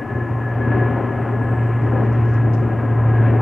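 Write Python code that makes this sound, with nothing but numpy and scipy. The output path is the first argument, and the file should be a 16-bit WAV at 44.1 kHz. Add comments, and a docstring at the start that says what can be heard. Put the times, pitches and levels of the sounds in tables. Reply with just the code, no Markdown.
"""Turboprop aircraft passing overhead

A turboprop is heard from the ground: its propellers hum on a low sinking note, a sine with weak overtones.
A turbine whine, tied to that note, is a tone partly scattered by slow random modulation.
The roar is filtered noise that swells and fades in the moving air, over a steady wide hiss.
Close by are faint rustles, bursts of bright noise, and a thin high whistle, a sliding sine, perhaps a bird.
"""
import sys
import numpy as np
from scipy.fft import dct
from scipy.io import wavfile

SR = 44100
rng = np.random.default_rng(int(sys.argv[2]) if len(sys.argv) > 2 else 0)


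def generate_wav(signal):
    """Clip the signal to [-1, 1] and save it as 16-bit WAV at the path in sys.argv[1]."""
    frames = np.transpose(np.atleast_2d(signal))
    scaled = np.clip(frames, -1, 1) * 32767
    pcm = np.round(scaled).astype(np.int16)
    wavfile.write(sys.argv[1], SR, pcm)


N = 150381
TIME = np.arange(N) / SR                                   # s
BINS_HZ = np.maximum(np.arange(N) * SR / (2 * N), 1)       # cosine-transform frequencies

# steady background hiss: (f/Hz, density level/dB per Hz)
HISS_SPECTRUM = [(1000, -112), (4000, -109), (6200, -104.5), (9000, -108), (15500, -112.5)]
# correlation of the hiss between left and right: (f/Hz, correlation)
HISS_CORRELATION = [(4300, 1), (5800, 0.049), (10000, 0.083), (14500, 0.66)]

# sliding whistle: (t/s, f/Hz, level/dB)
WHISTLE_GLIDE = [(1.11, 8260, -93), (1.14, 8220, -78), (1.26, 8100, -76.5), (1.40, 8040, -85),
                 (1.43, 7900, -73), (1.6, 7790, -74), (1.68, 7700, -77), (1.98, 7700, -80),
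                 (2.08, 7663, -110)]
WHISTLE_WAVER_HZ, WHISTLE_FLUTTER_DB = 55, 1.8             # rms deviations

# rustles: (onset t/s, level/dB, time from onset to decay/s)
RUSTLE_EVENTS = [(1.63, -61, .006), (1.816, -63, .003), (1.831, -67.5, 0.0044), (2.038, -62.5, 0.0054),
                 (2.124, -61, .009), (2.251, -59.5, 0.0043), (2.285, -67.5, .04), (2.333, -61, .02),
                 (2.531, -52.5, 0.019)]
# relative spectrum of the rustles: (f/Hz, density level/dB)
RUSTLE_SPECTRUM = [(2500, -7), (4600, -2.5), (5100, 4), (6800, 0), (7500, -12), (8200, -7), (9500, -23.5),
                   (15000, -29)]
RUSTLE_ATTACK_S, RUSTLE_RELEASE_S = 0.0037, 0.0045
RUSTLE_TAIL_DB, RUSTLE_TAIL_S = -8, 0.07                   # slower decay that lingers

# roar of propeller wash and exhaust, rippled by reflections: (f/Hz, density level/dB per Hz)
ROAR_SPECTRUM = [(20, -71), (36, -64), (55, -58.5), (80, -47), (135, -45.5), (175, -55.5), (225, -50),
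                 (275, -48), (335, -53), (415, -51), (490, -61), (550, -54.5), (645, -62), (735, -54.5),
                 (880, -64), (1020, -59), (1160, -68), (1260, -63.5), (1430, -69), (1850, -70),
                 (2300, -77.5), (2850, -83.5), (3550, -99), (4300, -108), (5500, -120)]
# swell of the roar, used relative to its mean power: (t/s, lows level/dB, mids level/dB, treble level/dB)
ROAR_SWELL = [(0.0, -26.5, -33.5, -46.9), (0.5, -27, -31.0, -46.5), (0.75, -18.5, -26, -40.5),
              (1.1, -21.5, -27.5, -43.5), (1.45, -23.5, -30.5, -44.5), (1.75, -26.5, -30.5, -42.5),
              (2.0, -17.5, -26, -42.5), (2.2, -24.5, -31, -42), (2.45, -23, -31, -44.5),
              (2.57, -22, -30.5, -44.5), (2.85, -21.5, -29, -44.9), (3.05, -28, -28, -45.0),
              (3.3, -17.5, -28.5, -38.0), (3.41, -25.5, -23, -43)]
# centres of the lows, mids and treble: (f/Hz)
SWELL_CENTRES_HZ = [330, 950, 2400]
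# power share of each range at the five centres, from the deepest upwards
RANGE_SHARES = [
    [1, .5, 0, 0, 0],    # rumble
    [0, .5, 1, 0, 0],    # lows
    [0, 0, 0, 1, 0],     # mids
    [0, 0, 0, 0, 1],     # treble
]
RUMBLE_TOP_HZ, RUMBLE_FOLLOWS = 178, 0.53                  # share of the hum's swing in dB
FLICKER_DB, FLICKER_HZ = 0.83, 24
ROAR_DIFFUSE_DB = -22.5

# turbine whine before the WHINE_DB offset: (t/s, level/dB)
WHINE_LEVEL = [(0.0, -36.5), (0.22, -33), (0.38, -43), (0.48, -29.5), (0.57, -36), (0.66, -29.5),
               (0.8, -29.5), (0.92, -36.5), (1.35, -38), (1.58, -32.5), (1.78, -41.5), (1.97, -36.5),
               (2.25, -44.5), (2.38, -31.5), (2.52, -42.5), (3.1, -38), (3.2, -30.5), (3.27, -35),
               (3.41, -42.2)]
WHINE_DB, WHINE_MULTIPLE = -2, 14.44                       # pitch as a multiple of the blade rate
WHINE_SCATTER, WHINE_SPREAD_HZ, WHINE_WANDER_HZ = 0.61, 30, 4

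# blade-passing note, lowered by the Doppler shift: (t/s, f/Hz)
BLADE_PITCH = [(0, 118.1), (.8, 117.4), (1.35, 117), (2.0, 116.6), (2.6, 114.7), (3.41, 114.3)]
# propeller hum before the HUM_DB offset: (t/s, level/dB)
HUM_LEVEL = [(0.0, -33.5), (0.17, -20.5), (0.42, -20.5), (0.78, -15.5), (1.0, -20), (1.3, -20.3),
             (1.66, -14.5), (1.85, -16), (2.25, -12.5), (2.52, -12.0), (2.78, -19), (3.05, -11.5),
             (3.22, -11.5), (3.41, -11.5)]
HUM_DB, HUM_FLUTTER_DB, HUM_FLUTTER_HZ = -3, 0.16, 16
# overtones of the blade note: (multiple of the blade rate, level/dB)
BLADE_OVERTONES = [(2, -37.5), (3, -41.5), (9, -45.5)]
OVERTONE_FADE_DB, OVERTONE_WANDER_HZ = 3, 9                # rms deviations

# direction of the aircraft: (f/Hz, left minus right level/dB)
EAR_BALANCE = [(80, 0.7), (150, 0.2), (240, 5.5), (470, 6), (620, 4), (1100, 3), (1450, 1.5), (1700, 2.5),
               (2100, 1)]
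CUTOFF_HZ = 15600


def from_db(db):
    """A level in decibels is twenty times the logarithm of the amplitude gain."""
    return 10 ** (np.asarray(db) / 20)


def rms_one(x):
    """Division by the root mean square normalises a signal to unit power."""
    return x / np.sqrt(np.mean(x ** 2) + 1e-20)


def in_time(rows):
    """Linear interpolation gives each column of a time table at every sample."""
    t, *columns = np.transpose(rows)
    return [np.interp(TIME, t, column) for column in columns]


def at_hz(points):
    """Interpolation over log frequency gives a spectrum table at every bin."""
    hz, value = np.transpose(points)
    return np.interp(np.log(BINS_HZ), np.log(hz), value)


def shaped(x, gain):
    """A linear filter multiplies each frequency component by its own gain."""
    spectrum = dct(x, norm="ortho")
    return dct(spectrum * gain, type=3, norm="ortho")


def noise(density):
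    """White noise is filtered to a given amplitude density per root hertz."""
    return shaped(rng.standard_normal(N), density * np.sqrt(SR / 2))


def drift(rate_hz):
    """Low-passed noise, 6 dB down at rate_hz, is a slow random motion of unit rms."""
    return rms_one(noise((BINS_HZ > 1) / (1 + (BINS_HZ / rate_hz) ** 2)))


def phase_of(hz):
    """Phase is the running integral of angular frequency."""
    return 2 * np.pi * np.cumsum(hz) / SR


def swing(db):
    """A fluctuating level is referred to its own mean power."""
    return db - 10 * np.log10(np.mean(from_db(db) ** 2))


def hiss():
    """Common and opposite-phase noise set the interaural correlation of a steady hiss."""
    density = from_db(at_hz(HISS_SPECTRUM))
    correlation = np.clip(at_hz(HISS_CORRELATION), -1, 1)
    common = noise(density * np.sqrt((1 + correlation) / 2))
    opposite = noise(density * np.sqrt((1 - correlation) / 2))
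    return common + opposite * [[1], [-1]]


def whistle():
    """Random frequency and amplitude modulation make a faint downward glide waver."""
    hz, level_db = in_time(WHISTLE_GLIDE)
    phase = phase_of(hz + WHISTLE_WAVER_HZ * drift(90))
    amplitude = np.sqrt(2) * from_db(level_db + WHISTLE_FLUTTER_DB * drift(20))
    return amplitude * np.sin(phase)


def rustles():
    """Bursts of bright noise, independent at each ear, decay in a fast and a slow exponential."""
    envelope = 0
    for onset, level_db, length in RUSTLE_EVENTS:
        rise = np.clip((TIME - onset) / RUSTLE_ATTACK_S, 0, 1)
        after = np.maximum(TIME - onset - length, 0)
        release = np.exp(-after / RUSTLE_RELEASE_S)
        tail = from_db(RUSTLE_TAIL_DB) * np.exp(-after / RUSTLE_TAIL_S)
        envelope = envelope + from_db(level_db) * rise * np.maximum(release, tail)
    density = from_db(at_hz(RUSTLE_SPECTRUM))
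    return envelope * np.array([rms_one(noise(density)) for _ in range(2)])


def roar():
    """Turbulence radiates broadband noise, its four overlapping ranges fluctuating separately."""
    lows, mids, treble = map(swing, in_time(ROAR_SWELL))
    rumble = RUMBLE_FOLLOWS * swing(in_time(HUM_LEVEL)[0])
    centres = [RUMBLE_TOP_HZ / 2, RUMBLE_TOP_HZ] + SWELL_CENTRES_HZ
    density = from_db(at_hz(ROAR_SPECTRUM))
    out = 0
    for shares, swell_db in zip(RANGE_SHARES, (rumble, lows, mids, treble)):
        power_share = at_hz(list(zip(centres, shares)))
        band = noise(density * np.sqrt(power_share))
        out = out + band * from_db(swell_db + FLICKER_DB * drift(FLICKER_HZ))
    return out


def turbine(blade_hz):
    """Scattering by turbulent air broadens a tone geared to the propellers into a narrow band."""
    level_db, = in_time(WHINE_LEVEL)
    phase = phase_of(WHINE_MULTIPLE * blade_hz + WHINE_WANDER_HZ * drift(5))
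    scattered = drift(WHINE_SPREAD_HZ) * np.sin(phase) + drift(WHINE_SPREAD_HZ) * np.cos(phase)
    whine = rms_one(np.sin(phase) + WHINE_SCATTER * scattered)
    return from_db(level_db + WHINE_DB) * whine


def propellers(blade_hz):
    """Periodic blade passage gives a nearly pure fundamental with weak, wavering overtones."""
    level_db, = in_time(HUM_LEVEL)
    flutter_db = HUM_FLUTTER_DB * drift(HUM_FLUTTER_HZ)
    tone = np.sin(phase_of(blade_hz)) * from_db(level_db + HUM_DB + flutter_db)
    for multiple, overtone_db in BLADE_OVERTONES:
        hz = round(multiple) * blade_hz + OVERTONE_WANDER_HZ * drift(5.8)
        amplitude = from_db(overtone_db + OVERTONE_FADE_DB * drift(3.1))
        tone = tone + amplitude * np.sin(phase_of(hz))
    return np.sqrt(2) * tone


def aircraft():
    """Interaural level difference places the source a little left, amid a diffuse opposite-phase roar."""
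    blade_hz, = in_time(BLADE_PITCH)
    direct = propellers(blade_hz) + turbine(blade_hz) + roar()
    lean = from_db(at_hz(EAR_BALANCE))
    left = shaped(direct, 2 * lean / (1 + lean))
    right = shaped(direct, 2 / (1 + lean))
    diffuse = from_db(ROAR_DIFFUSE_DB) * roar()
    return np.array([left, right]) + diffuse * [[1], [-1]]


def scene():
    """By superposition the pressures of background, nearby sounds and aircraft add."""
    return hiss() + whistle() + rustles() + aircraft()


def record(dry):
    """A very steep low-pass filter removes the components above its cutoff."""
    return shaped(dry, 1 / np.sqrt(1 + (BINS_HZ / CUTOFF_HZ) ** 200))


dry = scene()
out = record(dry)
generate_wav(out)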